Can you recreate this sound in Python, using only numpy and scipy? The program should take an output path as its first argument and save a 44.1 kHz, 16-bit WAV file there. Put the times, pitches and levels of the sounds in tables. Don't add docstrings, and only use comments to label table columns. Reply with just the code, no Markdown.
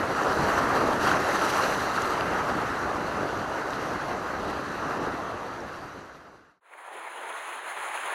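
import sys
import numpy as np
from scipy import signal
from scipy.fft import rfft, irfft
from scipy.io import wavfile
from scipy.ndimage import uniform_filter1d

SR = 44100
rng = np.random.default_rng(int(sys.argv[2]) if len(sys.argv) > 2 else 0)


def level_to_linear(level):
    exponent = np.asarray(level, float) / 20
    return 10 ** exponent


def bounce(signal):
    frames = np.transpose(np.atleast_2d(signal))
    limited = np.clip(frames, -1, 1)
    pcm = np.round(limited * 32767).astype(np.int16)
    wavfile.write(sys.argv[1], SR, pcm)


N = 358974
TIME = np.arange(N) / SR
HZ = np.fft.rfftfreq(N, 1 / SR)
CUT_S = 6.605


def evened(x):
    return x / np.sqrt(np.mean(x ** 2) + 1e-20)


def drift(low_hz, high_hz):
    keep = (HZ > low_hz) & (HZ < high_hz)
    spectrum = rfft(rng.standard_normal(N)) * keep / np.sqrt(HZ + 1)
    return evened(irfft(spectrum, N))


def swells(rows):
    t = TIME[::64]
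    bumps_db = np.zeros(len(t))
    for s, db, rise_s, fall_s in rows:
        side_s = np.where(t < s, rise_s, fall_s).clip(1e-3)
        bumps_db += db * np.exp(-((t - s) / side_s) ** 2)
    return np.interp(TIME, t, bumps_db)


def housing(colour, modes):
    f, colour_db = np.transpose(colour)
    bumps_db = sum(db * np.exp(-((HZ - hz) / width) ** 2) for hz, width, db in modes)
    return level_to_linear(np.interp(np.log(HZ + 1), np.log(f + 1), colour_db) + bumps_db)


def near_housing():
    # frequency in Hz, level in dB per Hz.
    colour = [(24, -17.5), (59, -3), (237, -4), (292, -0.5), (600, -0.6), (921, -3), (1260, -1.38),
              (2300, -17), (3400, -22), (3980, -20.5), (5300, -26.5), (6050, -28), (8490, -36.5),
              (11600, -34.5), (15500, -48)]
    # centre in Hz, width in Hz, gain in dB.
    modes = [(1655, 410, 2.5), (2290, 150, -2), (2750, 120, 3), (3540, 300, -3), (5260, 220, -4.5),
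             (6000, 550, 3), (9400, 400, 1), (12100, 500, 1.5), (13300, 600, -4)]
    return housing(colour, modes)


def far_housing():
    # frequency in Hz, level in dB per Hz.
    colour = [(20, -44), (60, -36), (129, -52.5), (359, -9.7), (975, -0.2), (1830, -4.5), (3190, -15),
              (4120, -20.5), (4630, -27), (5700, -38.5), (6560, -22.5), (8080, -32.5), (9730, -16.5),
              (12900, -39.5), (15500, -27.5)]
    # centre in Hz, width in Hz, gain in dB.
    modes = [(167, 36, 7), (4570, 120, -10), (4900, 300, -2), (5700, 110, -15), (125, 40, 14),
             (10340, 350, 3.5), (7340, 400, 3), (11200, 500, -2.5), (14300, 600, -2)]
    return housing(colour, modes)


def layer_shares():
    edges_hz = (250, 800, 2300, 6500)
    below = [1 / (1 + (HZ / hz) ** 6) for hz in edges_hz]
    shares = np.diff([0 * HZ, *below, 1 + 0 * HZ], axis=0)
    return np.sqrt(shares.clip(0))


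def patchy_noise(patchy_db):
    real, imag, patches = rng.standard_normal((N // 128 + 5, 257, 3)).T
    patches = uniform_filter1d(patches, size=7, axis=0)
    patches = evened(uniform_filter1d(patches, size=24, axis=1))
    spectrum = (real + 1j * imag) * level_to_linear(patchy_db * patches)
    return evened(signal.istft(spectrum, nperseg=512, noverlap=384)[1][:N])


def bubbles(low_hz, high_hz, cycles, per_s, spread_db, count=16):
    bursts = rng.random(N) < per_s / SR
    size = bursts * level_to_linear(spread_db * np.minimum(rng.exponential(1, N), 4))
    kind = rng.integers(0, count, N)
    out = np.zeros(N)
    for k, hz in enumerate(np.geomspace(low_hz, high_hz, count)):
        turns = np.arange(400) * hz / SR
        ring = turns * np.exp(-3 * turns / cycles) * np.sin(2 * np.pi * turns * (1 + 0.023 * turns))
        out += signal.oaconvolve(size * (kind == k), hz * ring)[:N]
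    return evened(out)


def slap_gains():
    # time in seconds, roar gain in dB, spray gain in dB, length in seconds.
    slaps = [(0.21, 1.5, 0.5, .02), (0.495, 5.5, 2, 0.015), (0.588, 3, 4.5, 0.013), (0.774, 1, 1, 0.026),
             (1.02, -1, 2.5, 0.048), (1.075, 7.5, 3, 0.01), (1.092, 5, 1, 0.0071), (1.115, 1, 1.5, 0.0031),
             (1.142, 6, -2.5, 0.0053), (1.173, 4, 0, 0.0094), (1.188, -3.5, -2.5, .015),
             (1.452, -4, 2, 0.013), (1.502, -5, 4.5, 0.011), (1.36, 2.5, 2.5, .01), (1.582, 1, 1, 0.03),
             (1.624, 2, 1.5, 0.017), (1.987, 6, -2, .006), (3.956, 2.5, -1, 0.01), (4.508, 3, 4, .01),
             (4.998, 1.5, -1.5, 0.016), (5.76, 2, 2, 0.036), (6.739, 7, 3.5, 0.0087), (6.787, 5, 2, .008),
             (6.94, -3, 1.5, .01), (7.076, 6, 1, 0.01), (7.303, 4, 1.5, 0.016), (7.633, -2, -3.5, 0.048),
             (7.96, 2, 1.5, 0.022)]
    roar_db = swells((s, roar, length, length / 1.47) for s, roar, _, length in slaps)
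    spray_db = swells((s, spray, length, length / 1.47) for s, _, spray, length in slaps)
    return roar_db, spray_db


def surf(wave, follow, gain, pops, fizzles, foam, fizz, gust_db, churn_db, flicker_db, patchy_db=1.5):
    # peak in seconds, level in dB, rise and fall in seconds.
    showers = [(.45, 1.5, .15, 0.12), (1.07, 1.5, 0.071, 0.083), (1.58, 4, 0.43, 0.21),
               (2.05, 4, 0.39, 0.1), (2.5, 0.5, 0.15, .2), (3.85, 0.5, 0.13, 0.091), (5.3, -1, 0.14, 0.19),
               (5.85, 1.5, 0.17, 0.31), (6.95, 0.5, .1, .1), (7.4, 0.5, .15, 0.13), (7.95, 0, .2, 0.16)]
    # peak in seconds, level in dB, rise and fall in seconds.
    thuds = [(.5, 2.5, .1, .1), (.78, 2, 0.11, 0.18), (1.58, -0.2, 0.069, 0.087), (2.1, 0.8, 0.17, .2),
             (3.2, 3, .1, .12), (4.35, 2.5, 0.041, .1), (4.68, -1.5, .1, 0.12), (5.0, 3, 0.24, 0.057),
             (5.3, -1, .05, .1), (6.35, -4, .2, 0.17), (6.93, 3, .1, .08), (7.27, 7, 0.13, 0.14)]
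    # peak in seconds, level in dB, rise and fall in seconds.
    gusts = [(.4, 8, .1, .15), (.78, 3.5, 0.14, 0.12), (1.02, 6, 0.13, 0.033), (1.78, 4, .12, 0.12),
             (2.3, 2.5, 0.088, 0.26), (2.75, 2, 0.17, 0.22), (3.2, 5, 0.11, 0.13), (3.9, 2.5, 0.088, .1),
             (4.55, 0.5, .2, 0.11), (5.0, 4, 0.2, .1), (5.5, 3, 0.1, 0.08), (6.4, 0, 0.11, .1),
             (6.93, 3, .05, .05), (7.27, 2, .1, .08), (7.9, 2, .1, 0.12)]
    lift_db = -3.5

    s, wave_db = np.transpose(wave)
    mean_db = np.interp(np.linspace(s[0], s[-1], num=200), s, wave_db).mean()
    swing_db = np.interp(TIME, s, wave_db) - mean_db
    wind_db, boom_db, spray_db, mist_db = np.outer(follow, swing_db)
    slap_roar_db, slap_spray_db = slap_gains()
    splash_db = swells(showers) + slap_spray_db
    shake_db = churn_db * drift(4.4, 20) + flicker_db * drift(20, 250)

    wash = patchy_noise(patchy_db)
    roar = np.sqrt(1 - foam) * wash + np.sqrt(foam) * pops
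    spray = np.sqrt(1 - fizz) * wash + np.sqrt(fizz) * fizzles
    layers = [wash * level_to_linear(wind_db + swells(gusts) + gust_db * drift(3, 45)),
              wash * level_to_linear(boom_db + swells(thuds) + 0.14 * slap_roar_db + 0.79 * shake_db),
              roar * level_to_linear(swing_db + slap_roar_db + 0.43 * shake_db),
              spray * level_to_linear(spray_db + splash_db + shake_db),
              spray * level_to_linear(mist_db + 1.39 * splash_db + shake_db)]
    spectrum = (rfft(layers) * layer_shares()).sum(0)
    heard = irfft(spectrum * gain, N)
    roar_share = np.sqrt(np.mean((gain * (HZ > 800) * (HZ < 2200)) ** 2))
    return heard / roar_share * level_to_linear(mean_db + lift_db)


def treble_dropouts(x):
    # frequency in Hz, threshold over the local level in dB.
    threshold = [(6000, -21), (8500, -11.5), (12300, -4.5), (12900, -2), (15500, 0)]
    hz, t, z = signal.stft(x, SR, nperseg=2048)
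    power = uniform_filter1d(abs(z) ** 2, size=32, axis=0)
    local = np.sqrt(uniform_filter1d(power, size=5, axis=1).clip(0))
    wander = rng.standard_normal((len(hz) // 12 + 1, len(t)))
    wander = evened(uniform_filter1d(wander, size=2, axis=1))
    threshold_db = np.interp(hz, *np.transpose(threshold), left=-60)[:, None]
    threshold_db = threshold_db + 5.0 * np.repeat(wander, 12, axis=0)[:len(hz)]
    audible = abs(z) > local * level_to_linear(threshold_db)
    return signal.istft(z * audible, SR, nperseg=2048)[1][:N]


def far_surf(gain, pops, fizzles):
    # time in seconds, roar level in dB.
    wave = [
        (6.6, -29.5),
        (6.8, -28.5),
        (7.0, -28),
        (7.15, -31.5),
        (7.4, -31.5),
        (7.6, -32),
        (7.8, -33),
        (8.14, -31.5),
    ]
    follow = (.7, 1.9, 0.16, .3)
    return surf(wave, follow, gain, pops, fizzles, foam=0.1, fizz=0.25,
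                gust_db=-3.0, churn_db=0.85, flicker_db=-0.1)


def near_surf(gain, pops, fizzles):
    # time in seconds, roar level in dB.
    wave = [(0, -28.5), (.08, -30.5), (.2, -27.5), (.4, -28.5), (.55, -27.5), (.68, -27), (.82, -26.5),
            (.99, -29.5), (1.09, -25), (1.22, -27.5), (1.55, -27.5), (1.9, -31), (2.37, -29.5),
            (2.63, -31.5), (3.4, -33.5), (3.9, -33), (4.3, -34.6), (5.15, -34.5)]
    follow = (0.43, 0.8, 0.74, 1.1)
    drain_db_per_s = 3
    last_s, last_db = wave[-1]
    wave = [*wave, (CUT_S, last_db - drain_db_per_s * (CUT_S - last_s))]
    near = surf(wave, follow, gain, pops, fizzles, foam=0.08, fizz=0.17,
                gust_db=0.4, churn_db=0.7, flicker_db=0.22)
    return treble_dropouts(near)


def drops(near_gain, far_gain):
    # time in seconds, peak in
    # dB, pitch in Hz, length in cycles.
    drop_ticks = [
        (1.115, -11, 1500, 6.8),
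        (1.589, -15, 1290, 3.3),
        (1.977, -15, 1370, 3.5),
        (3.79, -23, 1290, 3.7),
        (6.785, -47, 850, 4.0),
        (7.767, -27, 1050, 3),
                  (1.4137, -24, 2750, 5.0),
        (1.5274, -30, 2800, 5.0),
        (4.0986, -37, 2440, 5.0),
        (6.7361, -42, 2320, 5.4),
        (7.0813, -39, 2210, 5.0),
        (7.4116, -44, 2420, 5.0),
        (7.9754, -26, 2520, 5.0),
                  (0.2354, -31, 6160, 6.0),
        (0.9078, -37, 5800, 6.0),
        (3.3752, -37, 6410, 6.0),
        (4.1614, -52, 5540, 6.0),
        (6.9137, -55, 6640, 6.0),
                  (1.066, -39, 11500, 12.0), (1.640, -24, 4150, 10.0), (1.748, -28, 3600, 4.0),
                  (2.021, -23, 7000, 3.4), (2.107, -41, 11300, 25.0), (2.209, -20, 2670, 3.5),
                  (2.209, -18, 1500, 3), (2.2095, -27, 4500, 7.0), (2.207, -38, 11000, 8.0),
                  (3.706, -32, 6800, 3.0), (3.734, -26, 3200, 2.6), (5.604, -44, 5600, 24.0),
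                  (6.94, -52, 14800, 6.0), (7.303, -45, 10200, 8.0), (7.327, -33, 3300, 4.0),
                  (7.788, -41, 14800, 8.0)]
    out = np.zeros(N)
    for s, db, hz, cycles in drop_ticks:
        turns = np.arange(1024) * hz / SR
        decay = turns / cycles * 4
        tick = decay * np.exp(1 - decay) * np.sin(2 * np.pi * turns)
        gain = np.interp(np.fft.rfftfreq(1024, 1 / SR), HZ, near_gain if s < CUT_S else far_gain)
        tick = irfft(rfft(np.roll(tick, 256)) * np.sqrt(gain))
        at = round(s * SR) - 256
        out[at:at + 1024] += level_to_linear(db) * tick / abs(tick).max()
    return out


def scene():
    fade_out_s, fade_in_s = 1.6, 2.0
    near_gain, far_gain = near_housing(), far_housing()
    pops = bubbles(492, 2560, cycles=4.8, per_s=1500, spread_db=2.5)
    fizzles = bubbles(2190, 15200, cycles=2.8, per_s=3000, spread_db=2.0)
    near = near_surf(near_gain, pops, fizzles)
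    far = far_surf(far_gain, pops, fizzles)
    fade_out = np.clip((CUT_S - TIME) / fade_out_s, 0, 1)
    fade_in = np.clip((TIME - CUT_S) / fade_in_s, 0, 1)
    mix = near * fade_out + far * fade_in + drops(near_gain, far_gain)
    return mix[None]


def top_cut(x):
    return signal.sosfilt(signal.butter(12, 15725, fs=SR, output="sos"), x)


def record(dry):
    return top_cut(dry)


dry = scene()
out = record(dry)
bounce(out)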